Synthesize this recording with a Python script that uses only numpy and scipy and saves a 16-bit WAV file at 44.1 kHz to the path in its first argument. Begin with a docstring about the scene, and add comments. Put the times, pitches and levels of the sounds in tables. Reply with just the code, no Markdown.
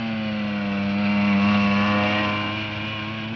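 """On a muddy field, a small two-stroke quad bike rides past two metres away at a nearly even speed.
Its engine fires once a turn: the air intake booms as it comes, and the exhaust pipe buzzes as it leaves.
The piston and cooling fins clatter, the tyres churn wet ground, loose panels ring, the chain whines
and the frame knocks over bumps. Behind it are a parked quad thumping softly and a faint outdoor wash."""
import sys
import numpy as np
from scipy import signal
from scipy.fft import rfft, irfft
from scipy.io import wavfile
from scipy.ndimage import map_coordinates

SR = 44100
rng = np.random.default_rng(int(sys.argv[2]) if len(sys.argv) > 2 else 0)


def digitize_waveform(pressure):
    """Quantize a signal to 16-bit integers and store it at the path in sys.argv[1].

    Rows of a 2-D input are taken as channels; values are limited to [-1, 1].
    """
    field = np.atleast_2d(pressure).T
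    bounded = np.clip(field, -1, 1)
    quanta = np.round(bounded * 32767).astype(np.int16)
    wavfile.write(sys.argv[1], SR, quanta)


N = 147735
T = np.arange(N) / SR
FREQS = np.maximum(np.fft.rfftfreq(N, 1 / SR), 1)

# How often the engine fires (t/s, rate/Hz)
ENGINE_SPEED = [(0.0, 114.3), (0.23, 108.0), (0.73, 99.6), (0.95, 100.5), (1.01, 103.2), (1.07, 101.0),
                (1.12, 103.2), (1.19, 101.1), (1.28, 102.3), (1.36, 98.7), (1.5, 102.6), (1.73, 99.9),
                (1.86, 103.1), (2.03, 102.2), (2.2, 104.7), (2.28, 103.0), (2.52, 104.8), (2.58, 107.2),
                (2.77, 104.2), (2.93, 108.4), (3.03, 105.2), (3.15, 110.2), (3.23, 107.9), (3.35, 113.7)]
# Strength of the tones at 1, 2 and 3 times the engine speed (t/s, first/dB, second/dB, third/dB)
BOOM_LEVELS = [(0.0, -38, -31, -52), (0.03, -40.5, -28.5, -43), (0.61, -42, -27.5, -39.5),
               (1.38, -36.5, -20, -35.5), (1.41, -36, -22, -40), (1.44, -32, -20, -36.5),
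               (1.78, -36, -22.5, -39.5), (1.95, -33.5, -25, -31), (2.77, -37, -39.5, -36),
               (2.85, -39, -34, -36.5), (2.92, -35, -40.5, -42.5), (3.03, -38, -37, -36.5),
               (3.33, -39.5, -33.5, -42), (3.35, -45, -36, -41)]
# Strength of the higher sounds (t/s, buzz/dB, rasp/dB, clatter/dB, hiss/dB)
UPPER_LEVELS = [(0.0, -38.5, -44.5, -36, -49), (0.19, -38.5, -50.5, -37, -48.5),
                (0.54, -37.5, -46.5, -36.5, -49), (0.92, -36.5, -42.5, -34, -45.5),
                (1.04, -33.5, -41.5, -31.5, -47), (1.55, -32.5, -33.5, -28, -40),
                (1.65, -33, -39, -28, -40), (1.85, -32.5, -30, -27.5, -39.5),
                (2.05, -28, -32.5, -27.5, -42), (2.18, -31.5, -33, -25, -41),
                (2.32, -35, -35.5, -29.5, -43), (2.6, -42, -43, -32.5, -46.5), (3.25, -45, -47, -36, -50.5),
                (3.35, -44, -51, -40, -51)]
# Strength of the snarl, two tones near the pitch at which the silencer rings (t/s, level/dB)
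SNARL_LEVELS = [(0.0, -48), (0.66, -44), (0.7, -40.5), (0.97, -48.5), (1.32, -37), (1.35, -44), (1.44, -32),
                (1.93, -24.5), (2.1, -31.5), (2.25, -27), (2.52, -33), (2.63, -45), (3.05, -35),
                (3.35, -53)]

# When we face the bike's front, front corner, side and rear (t/s)
VIEW_TIMES = [0.5, 1.3, 1.872, 2.6]
# Strength of the rattle and of the sizzle above it (front/dB, corner/dB, side/dB, rear/dB)
RATTLE_BY_VIEW = [0, -2, -3, 0]
SIZZLE_BY_VIEW = [-13, -18.5, -20.5, -11.5]
# Mix of exhaust and engine case tones (multiple of engine speed, front/dB, corner/dB, side/dB, rear/dB)
BUZZ_TONES = [(4, -23.5, -19.5, -16, -10.5), (5, -2.5, -6.5, -3, -4), (6, -4.5, -1, -3.5, -1),
              (7, -5.5, -4, -3.5, -6.5), (8, -14.5, -12, -7.5, -12)]
SNARL_TONES = [(10, 1, -2, -5.5, 2), (11, -1.5, 5, -1.5, -10.5)]
RASP_TONES = [(9, -7, -4.5, -11, -4.5), (12, -7, -11, -9, -15.5), (13, -5, -4.5, -15.5, -5.5),
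              (14, -10.5, -6.5, -5.5, -9), (15, -3, -14, -13.5, -3), (16, -13, -12.5, -17.5, -11),
              (17, -24.5, -14.5, -7, -16.5)]
CASE_TONES = [(19, -11, -26, -15.5, -32), (20, -26, -9.5, -20.5, -21), (21, -22.5, -23.5, -21.5, -21.5),
              (22, -19.5, -15.5, -17, -16.5), (23, -14.5, -13, -16, -17), (24, -16.5, -11.5, -21.5, -20.5),
              (26, -17, -15.5, -12, -18.5), (27, -17.5, -14, -13.5, -27), (28, -26.5, -29.5, -18, -31),
              (30, -26.5, -25.5, -17.5, -21), (40, -26, -26, -31.5, -34.5),
              (41, -22.5, -25.5, -37.5, -29.5)]
# Mix of chain tones (multiple of the tooth rate, front/dB, corner/dB, side/dB, rear/dB)
CHAIN_TONES = [(4, -17, -30, -7, -27), (5, -15.5, -16, -11, -8.5), (6, -16, -14.5, -11, -11),
               (7, -28.5, -34, -20.5, -22.5), (8, -32, -23.5, -28.5, -34), (10, -42, -29, -36, -43)]

# Pitches at which the bike rings easily, lifting any tone nearby (f/Hz, width/Hz, extra gain)
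RESONANCES = [(1120, 360, 0.41), (2777, 200, 0.57)]
# Pitches at which the cooling fins and covers ring (f/Hz, width/Hz, level/dB)
FIN_RINGS = [(1920, 240, -7), (2339, 170, 2.5), (2560, 200, -3.5), (2740, 140, 1), (2850, 120, -19.5)]
# Balance of low and high in the pipe's gas, the hiss, the tyres and the field (f/Hz, level/dB)
PIPE_COLOUR = [(300, -5), (410, 2.5), (600, 11), (800, -1.5), (1080, 4.5), (1300, -3), (1550, -4.5),
               (1800, -0.5)]
HISS_COLOUR = [(1760, -39), (3000, 7.5), (3610, -12.5), (4200, -8), (4880, -16), (5300, -15), (5710, -19),
               (7050, -45), (9160, -79), (15500, -120)]
TYRE_COLOUR = [(20, -5), (40, -26), (70, -0.5), (110, -10.5), (160, -3.5), (250, 4), (400, -11.5),
               (900, -2), (3000, -41)]
FIELD_COLOUR = [(20, -5.5), (60, -1), (250, -6), (420, -0.5), (700, 1), (1100, -12), (1500, 9), (1900, -11),
                (3300, -2.5), (4500, -20), (7000, -55.5)]

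# Moments when a loose panel rings (t/s, length/s, f/Hz, width/Hz, level/dB)
PANEL_RINGS = [(0.207, 0.55, 4500, 200, -55.5), (0.597, 0.077, 1445, 40, -41),
               (1.046, 0.35, 4580, 220, -52.5), (1.061, 0.015, 2530, 119, -31),
               (1.365, 0.054, 1990, 59.6, -38)]
# Moments when the chain sings out (t/s, length/s, multiple of the tooth rate, level/dB)
CHAIN_CHIRPS = [(0.31, 0.1, 6, -49), (0.72, 0.2, 6, -46), (1.13, 0.11, 5, -38), (1.31, 0.07, 5, -36),
                (2.185, 0.14, 4, -32.5), (2.43, 0.15, 6, -40)]
# Knocks of the frame (t/s, level/dB)
BUMPS = [(1.055, -30), (1.544, -24), (2.034, -26)]

TEETH_PER_TURN = 4.53  # teeth that meet the chain in one engine turn


def undb(db):
    """Turn decibels into a number to multiply by."""
    return 10 ** (np.asarray(db) / 20)


def unit(x):
    """Scale a sound to a standard strength of 1."""
    return x / np.std(x)


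def curve(table, column):
    """One column of a table, joined by straight lines in time."""
    rows = np.array(table)
    return np.interp(T, rows[:, 0], rows[:, column])


def noise():
    """An even rush of all pitches: white noise."""
    return rng.standard_normal(N)


def wander(rate_hz):
    """A smooth random drift, usually between about -1 and 1."""
    points = rng.standard_normal(1024)
    smooth = map_coordinates(points, [2 * rate_hz * T[::64]], order=2, mode="mirror")
    return unit(np.interp(T, T[::64], smooth))


def shape(x, gain):
    """Filter a sound: turn each frequency up or down by its gain."""
    return irfft(rfft(x) * gain, N)


def colour(points):
    """Filter gains along a line through (f/Hz, level/dB) points."""
    hz, db = np.array(points).T
    return undb(np.interp(np.log(FREQS), np.log(hz), db))


def band(lo_hz, hi_hz):
    """Filter gains that keep only what lies between two frequencies."""
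    return 1 / np.sqrt((1 + (lo_hz / FREQS) ** 20) * (1 + (FREQS / hi_hz) ** 20))


def peak(hz, centre_hz, width_hz):
    """How strongly a ringing part answers: 1 at its own pitch, less to either side."""
    return 1 / (1 + (2 * (hz - centre_hz) / width_hz) ** 2)


def fin_colour():
    """Filter gains of the ringing metal fins and covers."""
    return np.sqrt(sum(undb(db) ** 2 * peak(FREQS, hz, width) for hz, width, db in FIN_RINGS))


def swell(at, length):
    """A smooth rise and fall, highest at the given time."""
    return np.exp(-(2 * (T - at) / length) ** 2)


def nearness(closest_s=2.04, width_s=0.45):
    """1 when the bike is closest, less when it is farther away."""
    return 1 / np.hypot(1, (T - closest_s) / width_s)


def facing(values):
    """Blend front, corner, side and rear values as the bike rides past."""
    return np.interp(T, VIEW_TIMES, values)


def shaft_tones(turns, table, smear=1):
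    """Tones that follow a turning shaft; smear (0-1) puts them out of step to soften each pulse."""
    out, speed_hz = 0, np.gradient(turns) * SR
    for multiple, *views_db in table:
        lift = 1 + sum(gain * peak(multiple * speed_hz, hz, width) for hz, width, gain in RESONANCES)
        phase = 2 * np.pi * (multiple * turns + smear * rng.random()) + .17 * wander(25)
        db = facing(views_db) + 1.2 * wander(2.194) + 1.3 * wander(30)  # slow fade, quick flutter
        out = out + lift * np.sin(phase) * undb(db)
    return unit(out)


def puffs(turns, gain, decay_turns=2):
    """Swirling gas: filtered noise that jumps at each firing and eases off until the next."""
    return unit(shape(noise() * np.exp(-(turns % 1) / decay_turns), gain))


def intake_boom(turns):
    """Air pulsing through the intake and silencer makes the engine's three lowest tones."""
    out = 0
    for multiple, flutter_db, trim_db in [(1, 2.0, 1.8), (2, 0.5, 1.37), (3, 2.0, -2.3)]:
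        tone = np.sin(2 * np.pi * (multiple * turns + rng.random()))
        fluttering = unit(tone * undb(flutter_db * wander(40)))
        out = out + fluttering * undb(curve(BOOM_LEVELS, multiple) + trim_db)
    return out


def exhaust(turns, smear=.75):
    """Firings ring the pipe: a clear buzz, a rougher rasp and a nasal snarl, with gas surging each turn."""
    surge = (1 + .6 * np.cos(2 * np.pi * turns)) * undb(-1.8 * nearness())  # less gas noise close by
    buzz = undb(1) * shaft_tones(turns, BUZZ_TONES, smear)
    buzz += undb(-14) * surge * puffs(turns, colour(PIPE_COLOUR) * band(210, 680))
    rasp = undb(1.1) * shaft_tones(turns, RASP_TONES)
    rasp += undb(-4.3) * surge * puffs(turns, colour(PIPE_COLOUR) * band(990, 1750))
    snarl = shaft_tones(turns, SNARL_TONES, smear) * undb(curve(SNARL_LEVELS, 1) - 1)
    return buzz * undb(curve(UPPER_LEVELS, 1)) + rasp * undb(curve(UPPER_LEVELS, 2)) + snarl


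def chain_whine(turns):
    """The chain whines over the teeth, louder and softer as its slack changes."""
    slack_db = 2.5 * wander(4)
    teeth = TEETH_PER_TURN * turns + .035 * wander(22)
    return unit(shaft_tones(teeth, CHAIN_TONES) * undb(slack_db))


def clatter(turns):
    """The chain whines, the engine case rings and the fins rattle; gas hisses above them."""
    chain = undb(-6.5) * chain_whine(turns)
    case = undb(-5.8) * shaft_tones(turns, CASE_TONES)
    shake_db = 1.2 * wander(45)
    rattle = undb(facing(RATTLE_BY_VIEW) + shake_db - 3.3) * puffs(turns, fin_colour() * band(930, 3800))
    sizzle = undb(facing(SIZZLE_BY_VIEW) + shake_db) * puffs(turns, band(2980, 3400))
    hiss_db = curve(UPPER_LEVELS, 4) - 2.5 + shake_db + 1.5 * nearness() + 0.72 * wander(8)
    hiss = undb(hiss_db) * puffs(turns, colour(HISS_COLOUR) * band(3580, 8100))
    return (chain + case + rattle + sizzle) * undb(curve(UPPER_LEVELS, 3)) + hiss


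def tyres(level_db=-36.5):
    """Knobbly tyres rumble on mud, loudest when nearest."""
    churn_db = 1.5 * wander(10)
    rumble = unit(shape(noise(), colour(TYRE_COLOUR)))
    return rumble * nearness() * undb(level_db + churn_db)


def parked_quad(firing_hz=15.5, ring_hz=143.5, decay_s=0.019, level_db=-43):
    """Each slow firing of the parked quad rings its silencer with a soft thump."""
    firings = np.cumsum(firing_hz * (1 + .02 * wander(2.7))) / SR
    since_firing_s = (firings % 1) / firing_hz
    thumps = np.sin(2 * np.pi * ring_hz * since_firing_s) * np.exp(-since_firing_s / decay_s)
    return unit(shape(thumps, band(47, 300))) * undb(level_db + 0.99 * wander(6.5))


def open_field(level_db=-42.5):
    """A faint, steady outdoor wash behind everything."""
    return unit(shape(noise(), colour(FIELD_COLOUR))) * undb(level_db)


def loose_panels():
    """Loose body parts are shaken into ringing, each at its own pitch."""
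    out = 0
    for at, length, hz, width, db in PANEL_RINGS:
        ring = unit(shape(noise(), peak(FREQS, hz, width)))
        out = out + ring * undb(db) * swell(at, length)
    return out


def chain_chirps(turns):
    """The chain gives short, rough, high chirps as it tightens."""
    out = 0
    for at, length, multiple, db in CHAIN_CHIRPS:
        phase = 2 * np.pi * multiple * TEETH_PER_TURN * turns + .3 * wander(45)
        rough_tone = unit(np.sin(phase) * undb(2.5 * wander(45)))
        out = out + rough_tone * undb(db) * swell(at, length)
    return out


def frame_knocks(decay_s=0.011):
    """Bumps jolt the frame: each gives a short crack with a ring of metal."""
    jolts = sum(undb(db) * (T >= at) * np.exp(-np.abs(T - at) / decay_s) for at, db in BUMPS)
    crack = unit(shape(noise(), band(700, 4100)))
    metal = unit(shape(noise(), fin_colour()))
    return shape(jolts * unit(crack + metal), band(250, 5000))


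def scene():
    """Add all the sounds into one channel; engine and chain follow the same count of turns."""
    speed_hz = curve(ENGINE_SPEED, 1) * (1 + .002 * wander(14))
    turns = np.cumsum(speed_hz) / SR
    engine = intake_boom(turns) + exhaust(turns) + clatter(turns)
    ongoing = engine + tyres() + parked_quad() + open_field()
    return (ongoing + loose_panels() + chain_chirps(turns) + frame_knocks())[None]


def record(dry, top_hz=7200):
    """Cut away the highest treble."""
    return signal.sosfilt(signal.ellip(10, .2, 80, top_hz, fs=SR, output="sos"), dry)


dry = scene()
out = record(dry)
digitize_waveform(out)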